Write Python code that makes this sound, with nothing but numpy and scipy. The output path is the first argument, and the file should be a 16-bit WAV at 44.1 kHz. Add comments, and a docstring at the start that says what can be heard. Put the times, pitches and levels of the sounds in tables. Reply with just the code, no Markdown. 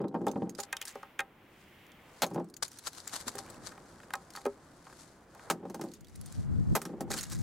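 """A wrecked camcorder tumbles on a juddering wooden table, and shards tick down; then a sledgehammer smashes it
three times, close to a handheld microphone. Contacts are sums of decaying modes and short noise bursts;
each blow adds a run of random cracks as the plastic case is crushed. Between blows a gloved hand sets the
camcorder back with knocks and taps. Sleeve and rubs are grainy noise; air and room tone are shaped noise."""
import sys
import numpy as np
from scipy import signal
from scipy.fft import rfft, irfft, next_fast_len
from scipy.io import wavfile
from scipy.ndimage import map_coordinates

SR = 44100
rng = np.random.default_rng(int(sys.argv[2]) if len(sys.argv) > 2 else 0)


def digitize_waveform(pressure):
    """Quantize a signal to 16-bit integers and store it at the path in sys.argv[1].

    Rows of a 2-D input are taken as channels; values are limited to [-1, 1].
    """
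    field = np.atleast_2d(pressure).T
    bounded = np.clip(field, -1, 1)
    quanta = np.round(bounded * 32767).astype(np.int16)
    wavfile.write(sys.argv[1], SR, quanta)


N = 327222
TIME = np.arange(N) / SR  # seconds into the scene
RING = np.arange(SR // 4) / SR  # seconds since a contact
TOP_HZ = 16000  # upper band limit


def amp(db):
    """Decibels to gain."""
    return 10 ** (np.asarray(db) / 20)


def unit(x):
    """Scale to rms 1."""
    return x / np.sqrt(np.mean(x ** 2) + 1e-20)


def struck(x):
    """Scale a hit so that its first 20 ms have rms 1."""
    return x / np.sqrt(np.mean(x[..., :SR // 50] ** 2) + 1e-20)


def along(points, hz):
    """Read (frequency, value) points along a log frequency axis."""
    f, v = np.transpose(points)
    return np.interp(np.log(hz + 1), np.log(f), v)


def level_curve(rows):
    """Draw (time, level) points as one level in dB per sample."""
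    times, levels = np.transpose(rows)
    return np.interp(TIME, times, levels)


def wobble(rate):
    """A smooth random curve, rate knots a second."""
    knots = rng.standard_normal(int(N * rate / SR) + 4)
    return map_coordinates(knots, [TIME * rate])


def panned(db):
    """Left and right gains for a left-minus-right level difference."""
    return amp([[db / 2], [-db / 2]])


def coloured(pair, spectrum, width):
    """Shape two unrelated signals as mid and side; stereo of rms 1."""
    n = pair.shape[1]
    m = next_fast_len(n)
    hz = np.fft.rfftfreq(m, 1 / SR)
    colour = amp(along(spectrum, hz))
    mid_side_gains = [np.ones(len(hz)), amp(along(width, hz))]
    mid, side = irfft(rfft(pair, m) * colour * mid_side_gains, m)[:, :n]
    return unit(np.array([mid + side, mid - side]))


def noise(spectrum, width, size=N):
    """Coloured stereo noise."""
    return coloured(rng.standard_normal((2, size)), spectrum, width)


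def friction(spectrum, width, grain_db):
    """Rubbing surfaces give tiny slips of very uneven size."""
    unevenness = .7 * wobble(1500) + .25 * wobble(120)
    slips = rng.standard_normal((2, N)) * amp(grain_db * unevenness)
    return coloured(slips, spectrum, width)


# Stereo width close to the microphone: (frequency [Hz], side minus mid [dB])
NEAR_WIDTH = [(200, -24), (1000, -15), (3000, -8.5), (7000, -12), (15000, -7)]


def burst(spectrum, t60):
    """Modes too dense to tell apart, dying together."""
    return struck(noise(spectrum, NEAR_WIDTH, size=len(RING)) * amp(-60 * RING / max(t60, .002)))


def ring(modes, length, focus_hz, slope_db):
    """Modes struck at a new spot: those near the contact's own pitch speak loudest; length scales their t60."""
    hz, db, t60 = np.transpose(modes)[:, :, None]
    size, sign, shift = rng.standard_normal((3, len(modes), 1))
    db = db + 2 * size - slope_db * np.abs(np.log2(hz / focus_hz))
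    detuned_hz = hz * (1 + 0.0074 * shift)
    waves = np.sign(sign) * np.sin(2 * np.pi * detuned_hz * RING)
    decays = amp(db - 60 * RING / (t60 * max(length, .1)))
    return struck(np.sum(waves * decays, axis=0))


def swell(rise):
    """A soft contact builds up exponentially, with rise as its time constant in seconds."""
    return 1 - np.exp(-RING / max(rise, 1 / SR))


def low_cut(x, edge_hz):
    """High-pass: small sources radiate little bass."""
    return signal.sosfilt(signal.butter(2, edge_hz, "highpass", fs=SR, output="sos"), x)


def add(track, s, sound):
    """Mix a sound in at a time."""
    start = min(max(round(s * SR), 0), N)
    track[:, start:start + sound.shape[-1]] += sound[..., :N - start]


def swells(rows):
    """Each stroke grows to its height and dies away, both exponentially."""
    total = 0
    for s, db, rise, fall in rows:
        before = (s - TIME) / max(rise, .001)
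        after = (TIME - s) / max(fall, .001)
        total = total + amp(db) * np.exp(-np.maximum(before, after))
    return total


def scattered(spells, rate, spread_db):
    """Uneven contacts through each spell: (time, dB, pitch 0-1, side 0-1)."""
    for start, length, db in spells:
        for k, (late, size, pitch, side) in enumerate(rng.random(size=(40, 4))):
            if k + late < length * rate:
                yield start + (k + late) / rate, db - spread_db * size, pitch, side


# Bright contact noise, shared by ticks, onsets, knocks and splinters: (frequency [Hz], relative level [dB])
CLICK_SPECTRUM = [(500, -20), (1500, 6.5), (3000, -3.5), (6000, 7), (10000, 2), (15000, -4.5)]


def chip(hz, t60, ringing):
    """A small piece: a sharp tick, then a rattle and a short ring around its own pitch."""
    modes = [(hz, 0, t60), (hz * 0.99, -7, t60), (min(hz * 1.1, TOP_HZ), -12, t60)]
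    tone = ring(modes, 0.67, hz, slope_db=-1.5) * swell(0.0002)
    around = [(hz / 8, -30), (hz / 3, -11), (hz / 2.9, -4), (hz, 0), (hz * 2.1, -4), (hz * 3, -16)]
    rattle = burst(around, t60) * swell(0.0033)
    tick = burst(CLICK_SPECTRUM, 0.019)
    return struck(low_cut(0.51 * rattle + 0.5 * tick + ringing * tone, edge_hz=1300))


# Faint noise at a contact's onset: time before the full hit [s], level against the hit [dB]
ONSET_S, ONSET_DB = 0.0023, -24.5


def with_onset(sound):
    """A contact's onset: a faint short noise starts ONSET_S before the full hit."""
    delay = round(max(ONSET_S, 0) * SR)
    onset = amp(ONSET_DB) * np.std(sound[..., :SR // 50]) * burst(CLICK_SPECTRUM, 0.0095)
    return onset + np.pad(sound, ((0, 0), (delay, 0)))[:, :len(RING)]


# Modes of the table frame: (frequency [Hz], relative level [dB], t60 before length scaling [s])
FRAME_MODES = [(134.5, -14, 0.23), (170.4, -8.5, 0.3), (210.7, -2.5, 0.074), (258, -7.5, 0.053),
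               (312, -9, 0.21), (345.4, -6.5, 0.35), (387, 0, 0.09)]
# Modes of the table's top board: (frequency [Hz], relative level [dB], t60 before length scaling [s])
BOARD_MODES = [(249.7, 2.5, 0.087), (403.4, 2.5, 0.11), (482, -0.5, 0.048), (561.6, -2, 0.096),
               (674, -18, 0.14), (784, -3.5, 0.15), (817, 2.5, 0.057), (906, -5, 0.11), (1031, -6.5, 0.087)]
# Modes of the plastic case: (frequency [Hz], relative level [dB], t60 before length scaling [s])
CASE_MODES = [(1090, -9, 0.1), (1245, -7, 0.071), (1300, -13, 0.14), (1456, -5.5, 0.046),
              (1611, -3.5, 0.07), (1840, -2.5, 0.065), (2084, -3.5, 0.052), (2380, -2.5, 0.028),
              (2483, -1.5, 0.062), (2690, -2.5, 0.047), (3065, 5, 0.034), (3300, 4, 0.036),
              (3714, 3, 0.053), (3670, -5, 0.08), (4540, -9, 0.04), (5150, -5, .04)]
# Noise of the frame's boom: (frequency [Hz], relative level [dB])
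BOOM_SPECTRUM = [(30, -58), (80, -32), (140, -14.5), (210, -2.5), (400, -11.5), (520, -13.5), (900, -92),
                 (2000, -100)]
# Noise of the board's knock: (frequency [Hz], relative level [dB])
KNOCK_SPECTRUM = [(200, -53), (400, -11), (560, -2.5), (950, -9.5), (1250, -17), (2000, -44), (4000, -110)]
# Noise of the hollow case: (frequency [Hz], relative level [dB])
HOLLOW_SPECTRUM = [(500, -58), (1000, -1), (1500, -3), (2200, -11.5), (3300, -17.5), (5000, -16.5),
                   (9000, -75)]


def contact(frame_db, board_db, case_db, length):
    """A heavy contact: the frame booms, the board knocks and the hollow plastic answers."""
    frame = ring(FRAME_MODES, length, focus_hz=228, slope_db=8.5) + 0.67 * burst(BOOM_SPECTRUM, 0.4 * length)
    board = ring(BOARD_MODES, length, focus_hz=657, slope_db=10) + .5 * burst(KNOCK_SPECTRUM, 0.17 * length)
    case = ring(CASE_MODES, length, focus_hz=1287, slope_db=18.0) + 0.44 * burst(HOLLOW_SPECTRUM, 0.11 * length)
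    boom = amp(frame_db) * struck(frame * swell(0.0024))
    thump = amp(board_db) * struck(board * swell(0.001))
    return boom + thump + amp(case_db) * struck(case * swell(0.00034))


# The wreck bounces: (time [s], boom level [dB], hardness = knock over boom [dB], loose-part rattle level [dB])
BOUNCES = [(.002, -35.5, -8, -84), (0.015, -36, -8, -71), (0.041, -34.5, -4.5, -79), (.143, -32.5, -4, -73),
           (.149, -45.5, 10, -77), (.158, -37, -5, -90), (.215, -35, -10.5, -73), (.267, -32.5, 5.5, -49.5),
           (.358, -34, -3, -80), (.42, -32.5, -6, -78), (2.312, -41, -4, -70), (2.345, -43, -5, -57),
           (2.359, -34, -2.5, -84), (2.377, -43, 6, -85), (2.399, -45.5, 4.5, -82), (5.653, -46.5, 3, -74),
           (5.699, -44, -6.5, -57), (5.745, -53, 10, -50.5), (5.794, -41.5, -4, -73), (5.813, -42, -4, -49),
           (5.838, -40, -4.5, -58), (6.817, -45.5, -8, -45.5), (6.853, -41.5, -10, -47),
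           (6.892, -42.5, -7.5, -82), (7.007, -37, -2, -47), (7.104, -45.5, 4, -47.5),
           (7.139, -44.5, -3, -43.5), (7.318, -49.5, -6, -50)]
# The table top keeps juddering: (start time [s], length [s], loudest boom level [dB])
JUDDER_SPELLS = [(0, 0.52, -45), (2.34, 0.11, -43), (5.57, .3, -46.5), (6.87, 0.29, -46)]
JUDDERS_PER_S, JUDDER_HARDNESS_DB = 32, -4
CASE_UNDER_KNOCK_DB, CASE_UNDER_RATTLE_DB = 17.5, 3
RATTLE_HZ, RATTLE_T60_S = 6170, 0.067  # pitch is scattered around this; t60 is before chip's scaling


def tumbling():
    """Harder bounces knock the board more; loose parts rattle and spells of contacts judder the table."""
    out = np.zeros((2, N))
    for s, db, hardness_db, rattle_db in BOUNCES:
        knock_db = db + hardness_db
        case_db = max(knock_db - CASE_UNDER_KNOCK_DB, rattle_db - CASE_UNDER_RATTLE_DB)
        add(out, s, contact(db, knock_db, case_db, length=0.79))
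        loose_part = chip(RATTLE_HZ * 1.25 ** rng.normal(), RATTLE_T60_S, ringing=0.23)
        add(out, s - ONSET_S, amp(rattle_db) * panned(-0.87) * with_onset(loose_part))
    for s, db, _, _ in scattered(JUDDER_SPELLS, JUDDERS_PER_S, spread_db=9):
        knock_db = db + JUDDER_HARDNESS_DB
        add(out, s, contact(db, knock_db, knock_db - CASE_UNDER_KNOCK_DB, length=1.05))
    return out


# Decay of the room's answer: (frequency [Hz], t60 [s])
WALL_DECAY = [(200, 0.089), (1500, 0.058), (6000, 0.066), (14000, 0.12)]


def walls(x):
    """A short answer from the room, 5 ms late, with a decay time for each pitch."""
    hz, t, z = signal.stft(rng.standard_normal((2, SR // 3)), SR, nperseg=256)
    decay = amp(-60 * t / along(WALL_DECAY, hz)[:, None])
    tail = signal.istft(z * decay, SR, nperseg=256)[1]
    tail = np.pad(tail / np.linalg.norm(tail[0]), ((0, 0), (SR // 200, 0)))
    return signal.fftconvolve(x, tail, axes=1)[:, :N]


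# Rumble over time: (time [s], level [dB])
RUMBLE_LEVEL = [(0, -59), (.55, -57), (.8, -66.5), (1.4, -62), (2.9, -63), (3.5, -55), (4.2, -59.5),
                (7.42, -61.5)]
# Midrange murk over time: (time [s], level [dB])
MURK_LEVEL = [(0, -77), (.7, -61.5), (1.0, -64), (1.8, -66.5), (2.17, -60.5), (2.6, -69.5), (3.5, -55),
              (3.9, -59.5), (5.3, -63.5), (5.48, -53.5), (5.6, -67), (6.1, -70.5), (6.45, -61), (7.42, -63)]
# Thin hiss over time: (time [s], level [dB])
HISS_LEVEL = [(0, -98), (.55, -78), (.7, -62), (.9, -58), (1.3, -68), (1.85, -60), (2.2, -65), (2.55, -83),
              (3.5, -73), (3.9, -73), (5.0, -74.5), (7.42, -73.5)]
# Colour of the rumble: (frequency [Hz], relative level [dB])
RUMBLE_SPECTRUM = [(20, -14), (50, -2.5), (150, 1), (350, -0.5), (600, -13.5), (1500, -52)]
# Colour of the murk: (frequency [Hz], relative level [dB])
MURK_SPECTRUM = [(250, -12), (500, 8), (1000, 5.5), (1600, 1.5), (2300, -11), (4000, -92)]
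# Colour of the hiss: (frequency [Hz], relative level [dB])
HISS_SPECTRUM = [(1200, -11.5), (2000, -2.5), (3200, -7.5), (4300, -19.5), (8000, -27.5), (15000, -20)]
# Stereo width of the background: (frequency [Hz], side minus mid [dB])
DIFFUSE_WIDTH = [(100, -21), (700, -11.5), (3000, -6), (10000, -4.5)]


def room_tone():
    """The workshop's background: rumble, murk and a thin hiss, each drifting in level."""
    rumble = amp(level_curve(RUMBLE_LEVEL)) * noise(RUMBLE_SPECTRUM, DIFFUSE_WIDTH)
    murk = amp(level_curve(MURK_LEVEL)) * noise(MURK_SPECTRUM, DIFFUSE_WIDTH)
    hiss = amp(level_curve(HISS_LEVEL)) * noise(HISS_SPECTRUM, DIFFUSE_WIDTH)
    return rumble + murk + hiss


# Larger shards land: (time [s], nominal peak level [dB], pitch [Hz], left minus right [dB],
# t60 before chip's scaling [s])
SHARD_LANDINGS = [(0.0815, -47.5, 4000, -7, 0.039), (0.2812, -33, 3620, 4, 0.077),
                  (0.3137, -37.5, 6380, -11, 0.041), (0.4938, -34, 6600, -5, 0.05),
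                  (0.5492, -38, 4910, -8, 0.036), (0.601, -27, 6780, -13, 0.057),
                  (0.8234, -30.5, 3000, 0, 0.047), (0.8523, -29, 9050, 1.5, 0.047),
                  (0.879, -31, 8200, 1.5, 0.036), (2.2638, -33, 6470, 2, 0.062),
                  (2.5394, -37.5, 4600, -1.5, 0.028), (2.5656, -34.5, 6980, 7.5, 0.036),
                  (2.7861, -34, 9500, -4, 0.03), (3.0753, -28.5, 7130, 14, 0.013),
                  (3.3534, -36.5, 8150, -15, 0.032), (3.4996, -38, 7760, 10, 0.039),
                  (4.3607, -30.5, 4500, 2, 0.039), (5.9359, -37, 6730, 1.0, 0.066),
                  (6.0826, -49, 4760, -2, 0.036), (6.157, -40.5, 9700, -1, 0.027),
                  (6.2113, -39.5, 10500, -8, 0.017), (6.2585, -36, 8700, -1, 0.049),
                  (6.323, -38, 7490, -2, 0.019), (7.17, -29, 7660, -3, 0.036),
                  (7.1863, -23.5, 4330, -7, 0.05), (7.2083, -26.5, 6560, -2.5, 0.051),
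                  (7.2294, -28, 6950, -5, 0.048)]
# Small pieces skitter: (start time [s], length [s], loudest level [dB], central pitch [Hz])
SKITTER_SPELLS = [(0.856, .07, -58, 4430), (1.855, .08, -64, 2440), (2.281, .24, -63, 6460),
                  (2.649, .32, -52.5, 5520), (3.05, .5, -59.5, 2970), (4.28, .06, -56.5, 5000),
                  (5.87, .29, -59.5, 4980), (7.237, .17, -52, 6000)]
SHARD_CREST_DB = 17  # from nominal peak down to rms
PIECES_PER_S, PIECE_SPREAD_OCTAVES = 28, 1.16


def shards():
    """Pieces land with a tick and short ring each; smaller ones skitter in random runs."""
    out = np.zeros((2, N))
    for s, peak_db, hz, pan_db, t60 in SHARD_LANDINGS:
        landing = with_onset(chip(hz, max(t60, .005), ringing=0.58))
        add(out, s + 0.000983 - ONSET_S, amp(peak_db - SHARD_CREST_DB) * panned(pan_db) * landing)
    for *spell, hz in SKITTER_SPELLS:
        for s, db, pitch, side in scattered([spell], PIECES_PER_S, spread_db=9.5):
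            piece_hz = hz * 2 ** (PIECE_SPREAD_OCTAVES * (pitch - .5))
            piece = chip(piece_hz, t60=0.034, ringing=0.38)
            add(out, s, amp(db) * panned(14 * (side - .5)) * piece)
    return out


# Steady rustle, before its wobble: (time [s], level [dB])
SLEEVE_LEVEL = [(0, -90), (.35, -69.5), (.72, -85), (.92, -64), (1.2, -96), (1.6, -71), (1.95, -84),
                (2.17, -60.5), (2.56, -80), (2.72, -60.5), (3.15, -59.5), (3.6, -60.5), (3.8, -64.5),
                (4.7, -68.5), (5.0, -62), (5.25, -72), (5.45, -62.5), (5.62, -76.5), (5.87, -63),
                (6.06, -75.5), (6.33, -55.5), (6.5, -71.5), (6.8, -61.5), (7.07, -80), (7.2, -57),
                (7.42, -63)]
# Brisk sleeve strokes: (time of the height [s], level [dB], rise time constant [s], fall time constant [s])
SWISHES = [(.598, -39.5, 0.0083, 0.0094), (.636, -44, 0.0044, 0.0097), (2.626, -31, 0.00095, 0.016),
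           (2.875, -33, 0.011, 0.0067), (2.985, -46, 0.028, 0.023), (3.142, -39.5, 0.016, 0.011),
           (3.162, -34.5, 0.0076, 0.0084), (3.212, -43, .016, 0.0095), (3.283, -31.5, 0.0068, 0.0076),
           (3.389, -42.5, 0.0079, 0.011), (3.67, -41.5, .014, .013), (5.01, -56, 0.043, 0.044),
           (7.185, -43, 0.029, 0.014)]
# Colour of the cloth: (frequency [Hz], relative level [dB])
CLOTH_SPECTRUM = [(400, -6.5), (700, 0.5), (1450, 3), (2600, -6), (4400, 2), (5600, 0), (7500, 0.5),
                  (9500, -3.5), (12000, -10.5), (16000, -31)]
# Stereo width of cloth beside the microphone: (frequency [Hz], side minus mid [dB])
BESIDE_WIDTH = [(300, -17), (1400, -6.5), (3000, -6), (7000, -2.5), (15000, 7.5)]


def sleeve():
    """Jacket cloth rubs beside the microphone, steadily and in brisk, scratchy strokes."""
    rustle = amp(level_curve(SLEEVE_LEVEL) + 1.43 * wobble(25))
    steady = rustle * panned(3.1) * friction(CLOTH_SPECTRUM, BESIDE_WIDTH, grain_db=4.5)
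    strokes = swells(SWISHES) * panned(5.2) * friction(CLOTH_SPECTRUM, BESIDE_WIDTH, grain_db=7.0)
    return steady + strokes


# board and case ring equally at EVEN_HZ; lower is board, higher is case
EVEN_HZ, TILT_DB_PER_OCTAVE = 1030, 10.5
BOARD_TOP_HZ, CASE_BOTTOM_HZ = 950, 1240  # limits of the two focus pitches


def knock(hz, click_db, length):
    """A flat, low contact rings the board; a sharp, high one rings the case."""
    tilt_db = TILT_DB_PER_OCTAVE * np.log2(hz / EVEN_HZ)
    board = ring(BOARD_MODES, 1.4 * length, min(hz, BOARD_TOP_HZ), slope_db=11.5) * swell(0.00071)
    board = board + 0.21 * burst(KNOCK_SPECTRUM, 0.1)
    case = ring(CASE_MODES, 0.98 * length, max(hz, CASE_BOTTOM_HZ), slope_db=20)
    case = case + 0.24 * burst(HOLLOW_SPECTRUM, 0.04)
    click = amp(click_db) * burst(CLICK_SPECTRUM, 0.016)
    return amp(min(-tilt_db, 0)) * board + amp(min(tilt_db, 0)) * case + click


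# The camcorder is set down or nudged; full contact comes 1 ms after the time given:
# (time [s], level [dB], pitch [Hz], click relative to that level [dB])
SET_DOWNS = [(.587, -39.5, 647, -17), (.727, -36.5, 1730, -5), (.767, -48, 3080, 3), (.814, -44.5, 2460, 1),
             (.955, -43, 550, -21), (1.03, -48.5, 1190, -17), (1.192, -32.5, 1760, -13.5),
             (1.198, -44.5, 1110, -23), (1.203, -38.5, 1880, -7), (2.622, -56, 1324, -5),
             (2.867, -60, 1400, -8), (3.136, -54.5, 1100, -20), (3.266, -45, 258, -28),
             (3.351, -43, 484, -25), (3.383, -48.5, 685, -3), (3.719, -54.5, 1300, -11),
             (4.136, -35.5, 1300, -6.5), (4.153, -48, 1110, -1), (4.35, -50.5, 1290, -22),
             (4.372, -49, 1040, -24), (4.454, -32, 560, -25), (4.464, -31, 333, -25.5),
             (4.867, -56, 1050, -26), (5.348, -58.5, 890, -5)]
# Fingers tap and shift on the case: (start time [s], length [s], loudest level [dB])
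FINGER_SPELLS = [(3.08, 0.72, -56), (3.98, .13, -50), (4.87, .07, -51.5), (5.36, .09, -50)]
TAPS_PER_S = 30


def setting_down():
    """An edge of the case clicks on the board and both ring; gloved fingers add lighter, damped taps."""
    out = np.zeros((2, N))
    for s, db, hz, click_db in SET_DOWNS:
        add(out, s + .001 - ONSET_S, amp(db) * with_onset(knock(hz, click_db, length=0.87)))
    for s, db, pitch, _ in scattered(FINGER_SPELLS, TAPS_PER_S, spread_db=30):
        add(out, s, amp(db) * knock(900 * 2 ** pitch, click_db=-13, length=0.36))
    return out


# Grainy rubs: handling near the microphone and scraping of debris on the table:
# (time of the height [s], level [dB], rise time constant [s], fall time constant [s])
RUB_STROKES = [(.882, -46, .014, .022), (2.872, -49, .012, 0.015), (3.08, -50, 0.015, 0.018),
               (3.16, -51.5, 0.044, 0.032), (3.286, -52, 0.014, 0.022), (4.356, -48.5, 0.0067, 0.038),
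               (7.107, -37.5, .002, 0.013), (7.14, -41.5, .012, .03), (7.188, -41, .02, .06),
               (7.324, -41.5, 0.0046, .018), (7.4, -55, 0.046, .05)]
# Colour of the rubs: (frequency [Hz], relative level [dB])
RUB_SPECTRUM = [(410, -42), (700, -10), (1440, -2.5), (1770, -2), (3070, -19), (3840, -3.5), (5610, -6.5),
                (6920, -0.5), (12500, -15.5), (16000, -52)]


def grainy_rubs():
    """Handling near the microphone and debris scraping on the table: uneven noise with small ringing ticks."""
    strength = swells(RUB_STROKES)
    out = strength * friction(RUB_SPECTRUM, NEAR_WIDTH, grain_db=11)
    for s, _, rise, fall in RUB_STROKES:
        for late, size, pitch in rng.random(size=(7, 3)):
            when = s - rise + late * (rise + 2 * fall)
            tick = chip(1800 * 4 ** pitch, t60=0.033, ringing=0.54)
            add(out, when, np.interp(when, TIME, strength) * amp(-7 - 10.5 * size) * tick)
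    return out


# Hammer blows: (time [s], crack level before a 2 dB trim [dB], crush length [s], first case level [dB],
# table reference level, from which frame and board are set [dB], splinter level [dB])
HAMMER_BLOWS = [(2.2200, -25, 0.019, -37, -28, -31.5), (5.5006, -28, .008, -35.5, -30, -33.5),
                (6.7521, -25.5, 0.014, -35.5, -33, -35)]
# Colour of one crack: (frequency [Hz], relative level [dB])
CRACK_SPECTRUM = [(150, -23), (500, 31), (1500, -1), (2500, -42), (4000, 12), (7000, -13), (12000, 3),
                  (16000, -14)]
CRACKS_PER_S, LOAD_T60_S = 3500, 0.049


def hammer():
    """The head sinks in through a run of cracks; the table takes the load and splinters fly."""
    out = np.zeros((2, N))
    for s, crack_db, crush, case_db, table_db, splinter_db in HAMMER_BLOWS:
        load = amp(-60 * np.maximum(RING - crush, 0) / LOAD_T60_S)  # full through the crush, then dying
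        happens = rng.random(len(RING)) < CRACKS_PER_S / SR
        fractures = happens * rng.standard_normal(len(RING)) * load
        fractures[0] = 1.8  # a strong first crack
        cracks = signal.fftconvolve(fractures[None], burst(CRACK_SPECTRUM, 0.0028), axes=1)[:, :len(RING)]
        crunch = amp(crack_db - 2) * struck(low_cut(cracks, edge_hz=480))
        splinters = amp(splinter_db) * burst(CLICK_SPECTRUM, 0.072)
        add(out, s, crunch + splinters)
        add(out, s, contact(table_db - 14, table_db - 6.5, case_db, length=0.99))
        # the head bottoms out
        add(out, s + crush, contact(table_db - 11.0, table_db - 10.0, case_db - 19.0, length=1.0))
    return out


# Air swells on the microphone, strongest just before the last blow; level is before the wobble:
# (time of the height [s], level [dB], rise time constant [s], fall time constant [s])
AIR_GUSTS = [(3.63, -60, .06, .05), (5.49, -61, .04, .02), (6.02, -49, 0.025, 0.029),
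             (6.2, -43.5, 0.056, 0.13), (6.39, -30, 0.019, 0.022), (6.5, -33, 0.034, 0.056),
             (6.61, -27.5, 0.066, 0.018), (6.73, -16.5, 0.038, 0.011), (7.12, -42, 0.1, 0.13),
             (7.39, -31, 0.058, 0.11)]
# Colour of the buffeting: (frequency [Hz], relative level [dB])
BUFFET_SPECTRUM = [(20, -10), (45, -11), (90, 2.5), (200, -3), (400, -24), (620, -34.5), (2000, -53),
                   (4000, -100)]


def draught():
    """Moving air pushes the two microphone ports mostly in opposite directions."""
    air = noise(BUFFET_SPECTRUM, [(30, 9.6), (200, 9.2), (1000, 8.7)])  # side well above mid
    return swells(AIR_GUSTS) * amp(1.3 * wobble(22)) * panned(2.7) * air


def scene():
    """All the contacts in the room, with handling sounds and background."""
    contacts = low_cut(tumbling() + setting_down(), edge_hz=86)
    hits = hammer() + contacts + shards()
    return hits + amp(-20.5) * walls(hits) + sleeve() + grainy_rubs() + draught() + room_tone()


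def record(dry):
    """The recorder rounds off the highest peaks and cuts steeply above its band limit."""
    held = dry / (1 + np.abs(dry / amp(-18.0)) ** 4) ** (1 / 4)
    m = next_fast_len(N + SR // 2)
    gain = 1 / (1 + (np.fft.rfftfreq(m, 1 / SR) / TOP_HZ) ** 120)
    return irfft(rfft(held, m) * gain, m)[:, :N]


dry = scene()
out = record(dry)
digitize_waveform(out)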